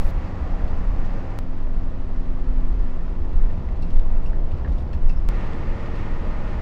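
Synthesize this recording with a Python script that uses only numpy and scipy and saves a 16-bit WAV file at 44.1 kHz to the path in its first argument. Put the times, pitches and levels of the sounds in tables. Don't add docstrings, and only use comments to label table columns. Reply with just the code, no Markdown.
import sys
import numpy as np
from scipy import signal
from scipy.fft import rfft, irfft, next_fast_len
from scipy.io import wavfile
from scipy.ndimage import uniform_filter1d

SR = 44100
rng = np.random.default_rng(int(sys.argv[2]) if len(sys.argv) > 2 else 0)


def output_pcm(signal):
    pcm = np.clip(np.atleast_2d(signal).T, -1, 1) * 32767
    wavfile.write(sys.argv[1], SR, np.round(pcm).astype(np.int16))


N = 291501
TIME = np.arange(N) / SR

# start_s, pressure_step (share of full scale)
JUMPS = [(1.3887, -0.125), (5.2887, 0.15)]
# start_s, level_db, chatter_s, pitch_hz, ringing_share
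CLINKS = [(.272, -63, .005, 4520, 0.8), (.678, -54, 0.012, 4350, 0.3), (1.045, -57, .027, 3520, 0.2),
          (3.33, -61, .015, 2720, .2), (3.689, -60, .005, 2700, .2), (3.76, -61, .02, 2700, .1),
          (3.822, -51, 0.017, 2680, 0.7), (3.904, -53, 0.0068, 2710, .25), (3.961, -53.5, 0.012, 3400, 0.4),
          (3.99, -56, .018, 3700, 0.2), (4.232, -63, 0.0074, 4460, 0.6), (4.259, -48, 0.007, 2760, 1),
          (4.519, -54, .006, 2680, 0.4), (4.68, -57, 0.02, 2650, 0.3), (4.72, -55.5, 0.045, 2700, .05),
          (4.779, -56, 0.04, 2680, 0.15), (4.931, -48, 0.01, 2630, 0.8), (5.094, -46, 0.0067, 2670, 0.78),
          (5.192, -62, .01, 5200, 0.2), (5.532, -50.5, .018, 3460, 0.4), (5.955, -52, .018, 3400, 0.3)]


def drive():
    # time_s, four_stroke_cycles_per_s
    engine_speed = [(0, 15.1), (1.385, 15.05), (1.39, 14.48), (2.1, 14.22), (4.3, 13.9), (5.285, 13.3),
                    (5.29, 17.72), (6.61, 17.94)]
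    # time_s, gain_db
    hum_strength = [(0, -2), (1.35, 0), (1.45, 2.5), (2, -1), (2.3, 2.5), (2.62, 3.7), (3, -1.5), (3.55, 1),
                    (3.85, -4), (5.2, 1), (5.4, -1), (6.6, -1)]
    # cycle_multiple, base_level_db
    pulling_tones = [(6, -40), (7, -41), (9, -47), (12, -44), (16, -54), (18, -49.5), (21, -58), (22, -53),
                     (30, -59), (32, -55), (36, -52.5), (52, -54), (55, -61.5), (75, -58), (80, -61)]
    easing_tones = [(6, -43.5), (9, -52.5), (18, -54), (24, -56)]
    revving_tones = [(6, -36.5), (7, -51.5), (8.5, -45.5), (9, -50), (10, -45.5), (11, -55), (12, -44.5),
                     (13, -52.5), (14, -58), (15, -56.5), (16, -49.5), (17, -57.5), (18, -48.5),
                     (20, -48.5), (21, -54), (24, -56), (25, -68), (26, -48), (30, -57), (31, -51),
                     (32, -54.5), (34, -53), (35, -58), (36, -60), (37, -63), (42, -58), (45, -56),
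                     (47, -57), (48, -57.5), (50, -60), (52, -58), (56, -57.5), (58, -71), (60, -64),
                     (65, -62), (69, -54), (76, -62), (81, -58.5), (103, -58.5), (121, -64)]
    # frequency_hz, relative_db
    pulling_roar = [(130, -8), (200, 1), (300, -6.5), (450, -11.5), (700, -12.5), (1000, -17.5),
                    (1500, -19.5), (2000, -24.5), (3200, -34.5), (5000, -40.5), (7000, -47.5), (10000, -62),
                    (15500, -64)]
    easing_roar = [(130, 1.5), (200, 1), (300, -6), (450, -11), (700, -15), (1000, -19.5), (1500, -24),
                   (2000, -30), (3200, -37), (5000, -43), (7000, -51.5), (10000, -64), (15500, -71.5)]
    revving_roar = [(130, -3), (200, 1.5), (300, -6), (450, -8.5), (700, -14), (1000, -14.5), (1500, -17),
                    (2000, -19.5), (3200, -29.5), (5000, -37), (7000, -45), (10000, -58), (15500, -64)]
    cycle = np.cumsum(in_time(engine_speed)[0]) / SR
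    strength = from_db(in_time(hum_strength)[0])
    pulling = strength * engine_hum(cycle, pulling_tones, waver_db=2.5, waver_rad=0.29)
    easing = strength * engine_hum(cycle, easing_tones, waver_db=2.1, waver_rad=0.28)
    easing += gear_whine(cycle) + engine_throb(cycle)
    revving = strength * engine_hum(cycle, revving_tones, waver_db=1.35, waver_rad=0.22)
    pulling += roar(cycle, pulling_roar, tyre_db=-39, hiss_db=-46, hiss_db_per_s=-0.4, knock=0.095)
    easing += roar(cycle, easing_roar, tyre_db=-39.5, hiss_db=-50, hiss_db_per_s=-0.15, knock=0.097)
    revving += roar(cycle, revving_roar, tyre_db=-39.7, hiss_db=-44, hiss_db_per_s=-0.3, knock=0.048)
    stretch, _ = stretches()
    return np.choose(stretch, [pulling, easing, revving])


def roar(cycle, spectrum, tyre_db, hiss_db, hiss_db_per_s, knock):
    # centre_hz, width_hz, lift_db
    cabin = [(249, 132, -4), (169, 51, -4), (408, 54, -2), (516, 25, 2.5), (645, 46, 2), (994, 250, 2),
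             (1577, 170, -2.5), (1923, 220, 2.5), (2600, 250, 1.5), (3700, 530, -1), (4700, 390, 0.5)]
    # time_s, gain_db
    asphalt = [(0, 0), (.45, -.2), (.62, 1.1), (.9, -1.1), (1.55, -.3), (2.4, -1), (3.1, -1), (3.3, 0.3),
               (3.8, 0), (4.5, 2), (4.85, 1.3), (5.25, -1), (5.6, 1.8), (5.85, -1.2), (6.1, -0.5), (6.6, 1)]
    tyres = cut(noise(spectrum, cabin), 965, "low", order=3)
    tyres = rms_one(cut(tyres, 124, "high", order=3))
    hiss = noise(spectrum, cabin, gate=firing_pulses(cycle, knock))
    hiss = rms_one(cut(hiss, 970, "high", order=3))
    _, elapsed_s = stretches()
    tyre_gain = from_db(tyre_db + in_time(asphalt)[0])
    hiss_gain = from_db(hiss_db + hiss_db_per_s * elapsed_s + 0.86 * drift(12))
    return tyre_gain * tyres + hiss_gain * hiss


def engine_hum(cycle, tones, waver_db, waver_rad, mode_hz=255.4, mode_width_hz=10.3, mode_db=9.5):
    out = np.zeros(N)
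    cycle_hz = np.gradient(cycle) * SR
    for multiple, db in tones:
        multiple = np.round(2 * multiple) / 2
        swell_db = mode_db / (1 + ((multiple * cycle_hz - mode_hz) / mode_width_hz) ** 2)
        phase = 2 * np.pi * (multiple * cycle + rng.random()) + waver_rad * drift(7.9)
        out += np.sqrt(2) * from_db(db + swell_db + waver_db * drift(12)) * np.sin(phase)
    return out


def firing_pulses(cycle, depth, uneven_db=5.0):
    firing = 6 * cycle
    strength = from_db(uneven_db * rng.standard_normal(6))[firing.astype(int) % 6]
    burst = strength * np.exp(-3.5 * (firing % 1))
    return rms_one(1 + depth * (burst / burst.mean() - 1))


def engine_throb(cycle, db=-46.5, depth=0.5, crest_s=3.05, period_s=0.405):
    phase = 2 * np.pi * 12 * cycle
    beat = 2 * np.pi * (TIME - crest_s) / period_s
    return np.sqrt(2) * from_db(db) * (np.sin(phase) + depth * np.sin(phase + beat))


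def gear_whine(cycle, waver_rad=0.88):
    # time_s, level_db
    whine = [(1.4, -73), (2.1, -52.5), (3.5, -50.5), (4.1, -59.5), (4.8, -49), (5.2, -79)]
    phase = 2 * np.pi * 26 * cycle + waver_rad * drift(13)
    return np.sqrt(2) * from_db(in_time(whine)[0]) * np.sin(phase)


def body_rumble(shudder_surge_db=3, boom_surge_db=-0.5, surges_per_s=5.8):
    # time_s, shudder_db, boom_db
    road = [(0, -15.5, -28.5), (.35, -24.5, -32), (.7, -19, -34), (1.05, -15.5, -32.5), (1.25, -22.5, -34),
            (1.55, -18, -42), (1.75, -17, -34), (1.95, -22.5, -35), (2.75, -17.5, -36.5), (3.2, -23, -35),
            (3.45, -14.5, -32), (3.62, -23, -28), (4, -15.5, -30.5), (4.3, -15.5, -33), (4.7, -25.5, -27),
            (4.87, -26, -28.5), (5.05, -18, -30), (5.5, -21, -32), (5.9, -24, -31.5), (6.17, -17, -34.5),
            (6.6, -25.5, -35.5)]
    # frequency_hz, relative_db
    shudder_colour = [(3, -27), (10, -11), (14, -5.5), (16.5, 4), (20, -4.5), (27, -11.5), (36, -13),
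                      (46, -20.5), (60, -39.5), (120, -72)]
    boom_colour = [(25, -37), (42, -7), (55, 0.5), (80, -2), (100, -11), (125, -12.5), (190, -18.5),
                   (400, -51.5)]
    # peak_s, level_db, pitch_hz
    bumps = [(.06, -20, 28.3), (.52, -18, 27.5), (.655, -21, 30.8), (1.125, -17, 20.8), (1.34, -23.5, 24),
             (2.325, -22, 29.8), (2.83, -19.5, 29.2), (3.195, -26, 29.6), (3.57, -26.5, 27.6),
             (3.71, -23.5, 36.4), (3.97, -13, 20.6), (4.18, -22, 26.3), (4.31, -22, 28.7),
             (4.44, -17, 24.1), (4.735, -18.5, 30.8), (5.06, -8.5, 18.9), (5.28, -18.5, 30.6),
             (5.7, -20, 26.1), (6.37, -25.5, 33)]
    thumps = [(.186, -28, 74), (.424, -24.5, 60.5), (.644, -26, 66), (.743, -26, 70), (.932, -30, 81),
              (1.829, -34, 70), (2.05, -28.5, 67.4), (3.11, -26.5, 62.7), (3.214, -22.5, 68),
              (3.35, -28, 72), (4.527, -27, 81.5), (4.591, -29.5, 64), (4.689, -20.5, 68.6),
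              (4.813, -27, 67), (4.895, -26.5, 72.5), (4.962, -21, 75.5), (5.188, -23.5, 65),
              (6.222, -30, 77), (6.567, -24, 56)]
    shudder_db, boom_db = in_time(road)
    shudder = from_db(shudder_db + shudder_surge_db * drift(surges_per_s)) * evened(noise(shudder_colour))
    boom = from_db(boom_db + boom_surge_db * drift(surges_per_s)) * evened(noise(boom_colour))
    heaving = jolts(bumps, rise_s=0.0684, fall_s=0.044)
    thumping = jolts(thumps, rise_s=0.026, fall_s=0.028)
    return shudder + boom + heaving + thumping


def jolts(events, rise_s, fall_s):
    out, age = np.zeros(N), TIME[:SR // 2]
    rise = np.sin(np.pi / 2 * age / rise_s) ** 2
    fall = np.exp(-((age - rise_s) / fall_s) ** 2)
    swing = np.where(age < rise_s, rise, fall)
    for peak_s, db, hz in events:
        knock = np.sqrt(2) * from_db(db) * swing * np.sin(2 * np.pi * hz * age)
        out += np.interp(TIME - peak_s + rise_s, age, knock, left=0, right=0)
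    return out


def fitting_clinks():
    # pitch_multiple, relative_db, t60_s
    modes = [(.99, -2, .021), (1.015, -3, .021), (1.36, -15, .01), (1.66, -10, .012), (1.98, -14, .012),
             (3.07, -22, .012)]
    return rattle(CLINKS, modes, crack_hz=3150, top_hz=6500, contacts_per_s=1700, cabin_db=-22.5)


def panel_ticks():
    # start_s, level_db, chatter_s, pitch_hz, ringing_share
    ticks = [(2.861, -49, 0.0033, 1750, 0.8), (3.408, -48, 0.0036, 1770, 0.9),
             (3.499, -50, 0.0055, 1790, 0.8), (3.688, -45, 0.0034, 1740, 0.6), (3.962, -48, .006, 1750, .3),
             (3.993, -50, .006, 1750, .3), (4.131, -49, 0.0036, 1900, .7),
             (4.332, -41.5, 0.0043, 1770, 0.9), (4.647, -40, 0.008, 1690, 0.9),
             (4.657, -45, 0.0073, 1600, 1), (4.675, -47.5, .006, 1700, .8),
             (4.935, -46, 0.0053, 1750, 0.95), (5.097, -47, .0063, 1710, 0.85)]
    # pitch_multiple, relative_db, t60_s
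    modes = [(.77, -3, 0.018), (.915, -4, 0.016), (1, 2, 0.026), (1.1, -1, 0.02), (1.27, -6, 0.014)]
    return rattle(ticks, modes, crack_hz=1400, top_hz=3500, contacts_per_s=660, cabin_db=-33.5)


def rattle(events, modes, crack_hz, top_hz, contacts_per_s, cabin_db):
    cabin_t60_s = 0.17
    out, age = np.zeros(N), TIME[:SR // 4]
    for start_s, db, chatter_s, hz, ringing in events:
        bounces = (rng.random(len(age)) < contacts_per_s / SR) * rng.standard_normal(len(age))
        bounces[0] = 1
        scatter = from_db(cabin_db - 60 * age / cabin_t60_s) * rng.standard_normal(len(age))
        force = cut(bounces * np.exp(-age / chatter_s) + scatter, top_hz, "low")
        tone = np.zeros(len(age))
        for multiple, mode_db, t60_s in modes:
            weight = from_db(mode_db + rng.normal(0, 2.3)) * rng.choice([-1, 1])
            tone += weight * rms_one(ring(force, multiple * hz, t60_s))
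        crack = cut(cut(force, crack_hz, "high"), crack_hz, "low")
        hit = np.sqrt(ringing) * rms_one(tone) + np.sqrt(1 - ringing) * rms_one(crack)
        hit /= np.sqrt(uniform_filter1d(hit ** 2, size=220).max())
        start = int(start_s * SR)
        out[start:start + len(age)] += from_db(db) * hit[:N - start]
    return out


def jangle(below_clink_db=20, rise_s=0.0055, fall_s=0.016, grains_per_s=3500, corner_hz=6000):
    level = np.zeros(N)
    for start_s, db, chatter_s, _, _ in CLINKS:
        age = np.maximum(TIME - start_s, 0)
        swell = np.minimum(age / rise_s, 1) * np.exp(-age / (fall_s + chatter_s))
        level += from_db(db - below_clink_db) * swell
    grains = (rng.random(N) < grains_per_s / SR) * rng.standard_normal(N)
    return level * rms_one(cut(cut(grains, corner_hz, "high"), corner_hz, "low", order=1))


def squeaks(width_hz=260):
    # start_s, level_db, length_s, pitch_hz
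    rubs = [(4.256, -62, .02, 5500), (4.263, -76, .035, 8300), (5.1, -67, 0.054, 5260),
            (5.155, -65, 0.045, 5280)]
    out = np.zeros(N)
    for start_s, db, length_s, hz in rubs:
        swell = np.sin(np.pi * np.clip((TIME - start_s) / length_s, 0, 1))
        chirp = cut(rng.standard_normal(N), [hz - width_hz / 2, hz + width_hz / 2], "band")
        out += from_db(db) * swell * rms_one(chirp)
    return out


def jump_clicks(settle_s=0.0035):
    return sum(step * (TIME >= s) * np.exp(-np.abs(TIME - s) / settle_s) for s, step in JUMPS)


def bright_hiss(end_s=0.11, db=-56.5):
    # frequency_hz, relative_db
    colour = [(2000, 4), (4400, 8), (8000, -2), (15800, -2)]
    return from_db(db) * noise(colour) * (TIME < end_s)


def stretches():
    starts = np.array([0] + [s for s, _ in JUMPS])
    stretch = np.searchsorted(starts[1:], TIME)
    return stretch, TIME - starts[stretch]


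def from_db(db):
    return 10 ** (np.asarray(db) / 20)


def rms_one(x):
    return x / np.sqrt(np.mean(x ** 2) + 1e-20)


def in_time(rows):
    times_s, *columns = np.transpose(rows)
    return [np.interp(TIME, times_s, column) for column in columns]


def drift(turns_per_s):
    knots = rng.standard_normal(2000)
    return np.interp(TIME * turns_per_s, np.arange(len(knots)), knots)


def noise(spectrum, peaks=(), gate=1):
    size = next_fast_len(N, True)
    hz = np.maximum(np.arange(size // 2 + 1) * SR / size, 1)
    points_hz, points_db = np.transpose(spectrum)
    db = np.interp(np.log(hz), np.log(points_hz), points_db, right=-np.inf)
    for centre_hz, width_hz, lift_db in peaks:
        db += lift_db * np.exp(-2 * ((hz - centre_hz) / width_hz) ** 2)
    white = rfft(gate * rng.standard_normal(N), size)
    return rms_one(irfft(white * from_db(db), size)[:N])


def cut(x, hz, kind, order=2):
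    return signal.sosfilt(signal.butter(order, hz, kind, fs=SR, output="sos"), x)


def ring(clicks, hz, t60_s):
    r, w = from_db(-60 / (t60_s * SR)), 2 * np.pi * hz / SR
    return signal.lfilter([0, np.sin(w)], [1, -2 * r * np.cos(w), r * r], clicks + 1e-18)


def evened(x, span_s=0.11):
    return x / np.sqrt(uniform_filter1d(x ** 2, int(span_s * SR)) + 1e-6)


def scene():
    engine_and_roar = drive()
    loose_parts = fitting_clinks() + panel_ticks() + jangle() + squeaks()
    return (engine_and_roar + body_rumble() + loose_parts + bright_hiss() + jump_clicks())[None]


def record(dry):
    return cut(dry, hz=15800, kind="low", order=24)


dry = scene()
out = record(dry)
output_pcm(out)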